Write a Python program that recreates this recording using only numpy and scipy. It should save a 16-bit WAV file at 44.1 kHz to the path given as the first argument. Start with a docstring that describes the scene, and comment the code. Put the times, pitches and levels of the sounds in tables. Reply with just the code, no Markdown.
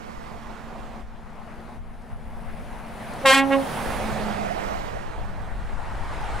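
"""From the verge of a country road, on a stereo microphone that the wind buffets throughout.
An escort car fades away while a long heavy truck comes down the road, tyres roaring, turbo hissing.
Nearly on us it gives a double toot on its air horn, and the tree line throws back a dull echo.
The cab passes close, its exhaust drone sinking in pitch; then the tread of the front bogie
howls by, and the rear bogie rolls up last."""
import sys
import numpy as np
from scipy import signal
from scipy.fft import rfft, irfft
from scipy.io import wavfile
from scipy.ndimage import uniform_filter1d

SR = 44100
rng = np.random.default_rng(int(sys.argv[2]) if len(sys.argv) > 2 else 0)


def pcm_store(signal):
    """Save signal as 16-bit PCM."""
    levels = np.round(np.clip(np.atleast_2d(signal), -1, 1) * 32767)
    wavfile.write(sys.argv[1], SR, levels.astype(np.int16).T)


N = 282240
TIME = np.arange(N) / SR
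FRAME_S, BIN_HZ = np.arange(N // 256 + 5) * 256 / SR, np.fft.rfftfreq(1024, 1 / SR)
TOP_HZ = 15750
DOPPLER = 0.058  # the truck's speed over that of sound

# Escort car, tractor, front bogie, rear bogie. Each row: time when closest in seconds, relative roar
# in dB, half-width in seconds, hiss weighting in dB, share of NEAR_TYRES when closest, of REAR_TYRES.
WHEEL_PASSES = [(.05, -41, 2.2, -16, 0.67, 0.47), (4.05, -30, 0.84, -13.5, 0.55, 0.23),
                (4.72, -32.5, 0.29, -13, .97, 0.33), (6.7, -32.7, 0.85, -16, 0, 0.8)]
# Tread roar from afar, up close and at the rear. Each row: frequency in Hz, relative density in dB.
FAR_TYRES = [(150, -40), (280, -9.5), (480, -2), (780, 2.5), (1050, -6), (1400, -10), (2000, -12),
             (3000, -23), (6000, -35), (9500, -41), (15500, -59)]
NEAR_TYRES = [(150, -31), (280, -9.5), (450, -5.5), (690, -2.5), (1150, -11), (2050, -16), (3000, -23),
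              (6500, -30.5), (9500, -41.5), (15500, -41)]
REAR_TYRES = [(150, -33), (280, -7), (560, -6), (880, 0), (1500, -6.5), (3000, -20.5), (6000, -32),
              (9300, -31.5), (12000, -42), (15500, -56)]
# Road noise at the microphone's two ports. Each row: frequency in Hz, left-right likeness from 0 to 1.
PORT_LIKENESS = [(100, 0.87), (400, 0.62), (3000, 0.78), (14000, 0.42)]
# The side the traffic is on. Each row: time in seconds, left minus right in dB.
BEARING = [(0.05, -8.5), (0.94, -3.5), (1.23, 2), (2.64, 2), (3.31, 0), (3.55, -3.5), (3.69, -2.5),
           (4.63, -9.5), (4.94, -8.5), (5.17, -7), (5.2, -7), (5.81, 1.0), (6.3, -1.0)]
# A source far to the right. Each row: frequency in Hz, phase lead of the left port in radians.
PORT_PHASE = [(60, -0.5), (200, -1.5), (700, -3), (1800, -5), (9000, -5)]
# Engine and chassis rumble, and turbocharger air. Each row: frequency in Hz, relative level in dB.
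RUMBLE_COLOUR = [(30, -29), (100, -8), (138, -2.5), (175, -6.5), (220, -4.5), (300, -18), (900, -56)]
TURBO_COLOUR = [(3000, -72), (8500, -1), (10300, 3.5), (11100, -5), (15500, -10)]
# Wind on the microphone. Each row: start in seconds, length in seconds, strength in dB.
GUSTS = [(0.993, 0.083, -40), (1.76, 0.16, -40.5), (2.093, 0.57, -39.5), (3.85, 0.46, -37),
         (4.4, 0.72, -38), (5.16, 0.16, -32.5), (5.353, 1.02, -33.5)]
# Slow buffeting and faster eddies. Each row: frequency in Hz, relative density in dB.
WIND_COLOUR = [(5, 3), (14, 4), (40, 2.5), (75, -6.5), (180, -28.5), (450, -106)]
FLUTTER_COLOUR = [(30, -18), (65, 2), (115, -1.5), (200, -15), (450, -55)]
# Brief dips in the traffic's level. Each row: start in seconds, nominal depth in dB.
DIPS = [(1.01, 8), (1.762, 7), (2.12, 4.5), (2.8, 3)]
# Stones flicked by the tyres. Each row: start in seconds, relative level in dB, ring in Hz.
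STONES = [(2.0208, -51, 6140), (3.1368, -35, 7560), (6.048, -42, 4860)]
# Pulls on the horn valve. Each row: time of full pressure, hold, rise and release in seconds,
# pressure in dB, second pipe mode relative to the first in dB.
TOOTS = [(3.26, 0.12, .013, 0.097, 0, -11), (3.533, 0.0034, 0.046, 0.053, -0.79, -1.5)]
# The horn's overtones at full blast. Each row: frequency in Hz, relative level in dB.
HORN_BELL = [(800, 2), (1080, 2.8), (1350, 1), (1900, 3), (2450, -1), (3000, -3.5), (4200, -10.5),
             (6200, -20.5), (8500, -15), (11000, -21.5), (15500, -29)]
# Wave steepening in the horn. Each row: frequency in Hz, dB an overtone gains for each dB of blare.
STEEPENING = [(800, 0.19), (1600, 0.92), (3200, 1), (4500, 2), (9000, 3)]
# Howling tread. Each row: time when closest in seconds, level in dB, half-width in seconds, pitch in Hz.
BOGIE_HOWLS = [(4.5, -32, 0.22, 680), (6.5, -34.5, 0.2, 850)]


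def amp(db):
    return 10 ** (np.asarray(db) / 20)


def unit_rms(x):
    return x / np.sqrt(np.mean(x ** 2) + 1e-20)


def spectrum_at(points, hz):
    """A spectrum table interpolated over log frequency."""
    f, value = np.transpose(points)
    return np.interp(np.log(hz + 1), np.log(f + 1), value)


def drift(rate_hz, size):
    """Random wander of rms 1, mostly below rate_hz."""
    hz = np.fft.rfftfreq(size, 1 / SR)
    return unit_rms(irfft(rfft(rng.standard_normal(size)) / (1 + (hz / rate_hz) ** 4), size))


def stereo_noise(gain, patchy_db, likeness=None):
    """Patchy noise, partly alike at the two ports, shaped by gains over frames and bins."""
    if likeness is None:
        likeness = spectrum_at(PORT_LIKENESS, BIN_HZ)
    a, b, c, d, patches = rng.standard_normal((5, len(FRAME_S), len(BIN_HZ)))
    patches = unit_rms(uniform_filter1d(uniform_filter1d(patches, size=9, axis=0), size=14, axis=1))
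    left = a + 1j * b
    right = likeness * left + np.sqrt(1 - likeness ** 2) * (c + 1j * d)
    spectra = np.array([left, right]) * gain * amp(patchy_db * patches)
    return signal.istft(spectra.swapaxes(1, 2), nperseg=1024, noverlap=768)[1][:, :N]


def band_norm(gain, low_hz, high_hz):
    return np.linalg.norm(gain[:, (BIN_HZ > low_hz) & (BIN_HZ < high_hz)], axis=1, keepdims=True)


def closeness(t, closest_s, width_s):
    """Inverse squared distance of a source driving straight past the microphone, 1 when closest."""
    return 1 / (1 + ((t - closest_s) / width_s) ** 2)


def passing(t, closest_s, db, width_s):
    """Gain of a source driving by: 23 dB less for each tenfold of squared distance."""
    return amp(db + 23 * np.log10(closeness(t, closest_s, width_s)))


def tyres(trim_db=1.3, hiss_trim_db=1.15, hiss_lead_s=0.46):
    """Each group of wheels roars by in turn; the tread throws its hiss forward, duller from afar."""
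    t, power = FRAME_S[:, None], 0
    treble = spectrum_at([(1200, 0.062), (3500, 0.9)], BIN_HZ)
    far_db, near_db, rear_db = (spectrum_at(c, BIN_HZ) for c in (FAR_TYRES, NEAR_TYRES, REAR_TYRES))
    for closest_s, roar_db, width_s, hiss_db, near, rear in WHEEL_PASSES:
        near = near * closeness(t, closest_s, width_s)
        gain = amp((1 - near - rear) * far_db + near * near_db + rear * rear_db)
        gain /= band_norm(gain, 450, 2200)
        plain_hiss_db = 20 * np.log10(band_norm(gain, 3000, 7000))
        dull_db = 7 * (1 - closeness(t + hiss_lead_s, closest_s, width_s))
        gain *= amp(treble * (hiss_db + hiss_trim_db - dull_db - plain_hiss_db))
        gain *= passing(t, closest_s, roar_db + trim_db, width_s)
        power = power + gain ** 2
    return stereo_noise(np.sqrt(power), patchy_db=1.33)


def approach(t, abreast_s=4.18, glide_s=0.301):
    """The cab's motion towards the microphone: 1 head-on, -1 going away."""
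    return (abreast_s - t) / np.hypot(abreast_s - t, glide_s)


def engine(rest_hz=214.6, waver_db=0.5, fuzz=0.34):
    """A wavering exhaust drone that sinks with the Doppler shift, over engine and chassis rumble."""
    toward = approach(TIME)
    hz = rest_hz * (1 + DOPPLER * toward) + drift(4.0, N)
    phase = 2 * np.pi * np.cumsum(hz) / SR
    distant = amp(np.interp(toward, [-1, 1], [-55, -45.5]))  # louder coming than going
    level = np.hypot(distant, passing(TIME, closest_s=4.29, db=-31.5, width_s=0.3))
    drone = 0
    for k, harmonic_db in enumerate([1, -16, -16], 1):
        waver = amp(waver_db * drift(5, N)) + fuzz * (drift(25, N) + 1j * drift(24, N))
        drone = drone + level * amp(harmonic_db) * (waver * np.exp(1j * k * phase)).real
    rumble = np.hypot(amp(-44.5), passing(FRAME_S[:, None], closest_s=3.95, db=-35, width_s=0.73))
    colour = amp(spectrum_at(RUMBLE_COLOUR, BIN_HZ))
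    return drone + stereo_noise(rumble * colour / np.linalg.norm(colour), patchy_db=-0.2)


def gusts(breeze_db=-44, rise_s=0.023, fall_s=0.058):
    """Strength of the wind: a steady breeze, and gusts that rise fast, hold and die away."""
    power = amp(breeze_db) ** 2
    for start_s, length_s, db in GUSTS:
        age = TIME - start_s
        shape = np.clip(age / rise_s, 0, 1) * np.exp(-np.maximum(age - length_s, 0) / fall_s)
        power = power + (amp(db) * shape) ** 2
    return np.sqrt(power)


def buffet(colour, lumps_db):
    """Lumpy low noise of rms 1, separate at each microphone port."""
    shape = amp(spectrum_at(colour, np.fft.rfftfreq(N, 1 / SR)))
    ports = []
    for _ in range(2):
        eddies = irfft(rfft(rng.standard_normal(N)) * shape, N)
        ports.append(unit_rms(eddies * amp(lumps_db * drift(4.0, N))))
    return np.array(ports)


def wind(buffet_db=1.0, flutter_db=-41.5, hard_gust_db=-33, left_db=3.5):
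    """Wind on the microphone, harder on the left; its flutter grows with the square of its strength."""
    strength = gusts()
    slow = strength * amp(buffet_db) * buffet(WIND_COLOUR, lumps_db=0.5)
    flutter = (strength / amp(hard_gust_db)) ** 2 * amp(flutter_db) * buffet(FLUTTER_COLOUR, lumps_db=1.5)
    return (slow + flutter) * amp([[left_db], [0]])


def turbo(start_s=0.67, rise_s=2.5, closest_s=3.79, shade_db_per_s=3):
    """Turbocharger air hisses in from up the road and sinks in pitch; the cab hides it once past."""
    t = FRAME_S[:, None]
    distant = amp(-69.5) * np.clip((t - start_s) / rise_s, 0, 1)
    close = amp(-44.5) * closeness(t, closest_s, width_s=0.3) ** 0.73
    level = np.hypot(distant, close) * amp(-shade_db_per_s * np.maximum(t - closest_s, 0))
    shift = (1 + DOPPLER * approach(t)) / (1 + DOPPLER)
    colour = amp(spectrum_at(TURBO_COLOUR, BIN_HZ / shift))
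    colour /= np.linalg.norm(colour, axis=1, keepdims=True)
    return stereo_noise(level * colour, patchy_db=1.5, likeness=0.84)


def dips(drop_s=0.04, recovery_db_per_s=15.5):
    """A gain that drops quickly at each dip and climbs back steadily."""
    loss_db = 0
    for start_s, depth_db in DIPS:
        age = TIME - start_s
        loss_db += np.clip(age / drop_s, 0, 1) * np.maximum(depth_db - recovery_db_per_s * age, 0)
    return amp(-loss_db)


def grit(trim_db=-4, ring_s=0.0018):
    """Small stones snap out from under the tread."""
    ticks, t = np.zeros(N), TIME[:SR // 50]
    for start_s, db, hz in STONES:
        tick = drift(1500, len(t)) * np.sin(2 * np.pi * hz * t) * np.exp(-t / ring_s)
        ticks += amp(db + trim_db) * np.interp(TIME, start_s + t, tick, left=0, right=0)
    return ticks


def horn_reed(t, gentle_hz=273.3, flat_hz=1.8, sag_hz=6.4, wobble_hz=0.51, break_s=3.329):
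    """Air pressure on the reed sets pitch, pipe modes and blare; it rattles as the overblowing breaks."""
    pulls_db = []
    for full_s, hold_s, rise_s, release_s, db, _ in TOOTS:
        off_peak = np.maximum(full_s - t, 0) / rise_s + np.maximum(t - full_s - hold_s, 0) / release_s
        pulls_db.append(db - 5.5 * off_peak ** 1.88)
    pressure_db = np.max(pulls_db, axis=0)
    octaves_db = np.array(TOOTS)[:, -1:] * np.ones(len(t))
    octave_db = np.average(octaves_db, axis=0, weights=amp(pulls_db) ** 2 + 1e-20)
    # Overblown, the note settles flatter, and the second mode takes over and swells with the overtones.
    overblown = 0.5 - 0.5 * np.tanh((t - break_s) / 0.0053)
    settled = overblown * (1 - np.exp(-np.maximum(t - TOOTS[0][0], 0) / 0.022))
    swell_db = 1.5 * np.exp(-((t - 3.302) / 0.021) ** 2)
    rattle = np.exp(-((t - break_s - 0.012) / 0.02) ** 2)
    blare_db = 9 * pressure_db
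    hz = gentle_hz - flat_hz * amp(blare_db) - sag_hz * settled + wobble_hz * drift(33, len(t))
    pipe_db = -14 + pressure_db - 6 * rattle
    first_db = pipe_db - 15.5 * overblown
    second_db = pipe_db + octave_db * (1 - overblown) - 2 * overblown + swell_db
    roughness = 0.1 * (1 - overblown) + 0.67 * rattle
    return hz, first_db, second_db, blare_db + swell_db, roughness


def horn(open_s=3.215, silent_s=3.72, overtones_db=-20.5, odd_db=-5, flutter_db=2.5, air_db=-30):
    """The air horn starts overblown on its second mode, rasps down to the first, and swells once more."""
    t = np.arange(open_s, silent_s, 1 / SR)
    n = len(t)
    hz, first_db, second_db, blare_db, roughness = horn_reed(t)
    phase = 2 * np.pi * np.cumsum(hz) / SR
    overblown = np.clip((second_db - first_db) / 20, 0, 1)
    # One sharp pulse a cycle when blown gently; it splits into several when blown hard.
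    smear = 1.25 * (0.25 + uniform_filter1d(amp(blare_db) + overblown, size=2000))
    tone = np.zeros((2, n))
    for k in range(1, int(TOP_HZ / hz.max())):
        f = k * hz.mean()
        if k <= 2:
            db = first_db if k == 1 else second_db
        else:  # the wave steepens with pressure, so high overtones come last and go first
            db = overtones_db + spectrum_at(HORN_BELL, f) + blare_db * spectrum_at(STEEPENING, f)
            db += odd_db * overblown * (k % 2) + flutter_db * drift(33, n)
        rasp = roughness * (1 - 1 / k) * (drift(53, n) + 1j * drift(70, n))
        # Short waves reach the two ports out of step.
        port_phase = np.array([[0.5], [-0.5]]) * (f / 9500) ** 1.2 * (1 + drift(5.5, n))
        angle = k * phase + smear * rng.uniform(-0.93, 1) + port_phase
        tone -= amp(db) * ((1 + rasp) * np.exp(1j * angle)).real
    air = signal.lfilter([1], [1, -0.6], rng.standard_normal(tone.shape)) * (1 + np.cos(phase))
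    tone += amp(air_db + 2 * blare_db) * unit_rms(air)
    tone *= signal.windows.tukey(n, 0.05)
    valve_knock = amp(-32) * drift(1160, n) * np.exp(-(t - open_s) / 0.0093)
    return np.array([np.interp(TIME, t, valve_knock + port, left=0, right=0) for port in tone])


def tree_echo(x, t60_s=0.48, dull_hz=1200):
    """The tree line scatters back a dull tail, different on each side of the microphone."""
    tail = rng.standard_normal((2, SR)) * amp(-60 * TIME[:SR] / t60_s)
    tail = signal.sosfilt(signal.butter(2, dull_hz, fs=SR, output="sos"), tail)
    return signal.fftconvolve(x, tail / np.linalg.norm(tail[0]), axes=1)[:, :N]


def tread_howl(half_band_hz=64):
    """A narrow band sings out of the tread roar as each bogie rolls by."""
    gain = 0
    for closest_s, db, width_s, hz in BOGIE_HOWLS:
        band = 1 / (1 + ((BIN_HZ - hz) / half_band_hz) ** 4)
        gain = gain + passing(FRAME_S[:, None], closest_s, db, width_s) * band / np.linalg.norm(band)
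    return stereo_noise(gain, patchy_db=4.5)


def pan(x, far_right_db=9):
    """Traffic off to the right is weaker in the left port and shifted in phase there."""
    hz, t, (left, right) = signal.stft(x, SR, nperseg=1024, noverlap=768)
    pan_db = np.interp(t, *np.transpose(BEARING))
    aside = np.clip(-pan_db / far_right_db, 0, 1) ** 3
    turn = np.angle(1 - aside + aside * np.exp(1j * spectrum_at(PORT_PHASE, hz))[:, None])
    ratio = amp(pan_db)
    spectra = np.array([left * ratio * np.exp(1j * turn), right]) * np.sqrt(2 / (1 + ratio ** 2))
    return signal.istft(spectra, nperseg=1024, noverlap=768)[1][:, :N]


def scene():
    """What reaches the verge: the traffic, the horn and its echo, and the wind."""
    toots = horn()
    traffic = dips() * (tyres() + tread_howl() + engine() + turbo())
    return pan(toots + traffic + grit()) + amp(-20.5) * tree_echo(toots) + wind()


def record(dry, threshold_db=-4.0, recovery_db_per_s=16):
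    """The recorder's limiter ducks the horn, lets the road back slowly and rounds off stray spikes."""
    recovery_db = TIME * recovery_db_per_s
    peak_db = 20 * np.log10(abs(dry).max(0) + 1e-9)
    held_db = np.maximum.accumulate(peak_db + recovery_db) - recovery_db
    over_db = np.maximum(held_db - threshold_db, 0)
    limited = dry / amp(uniform_filter1d(0.63 * over_db, size=60))
    rounded = limited / (1 + (limited / 0.66) ** 4) ** (1 / 4)
    lowpass = signal.firwin(511, TOP_HZ, window=("kaiser", 9), fs=SR)
    return signal.oaconvolve(rounded, lowpass[None], "same")


dry = scene()
out = record(dry)
pcm_store(out)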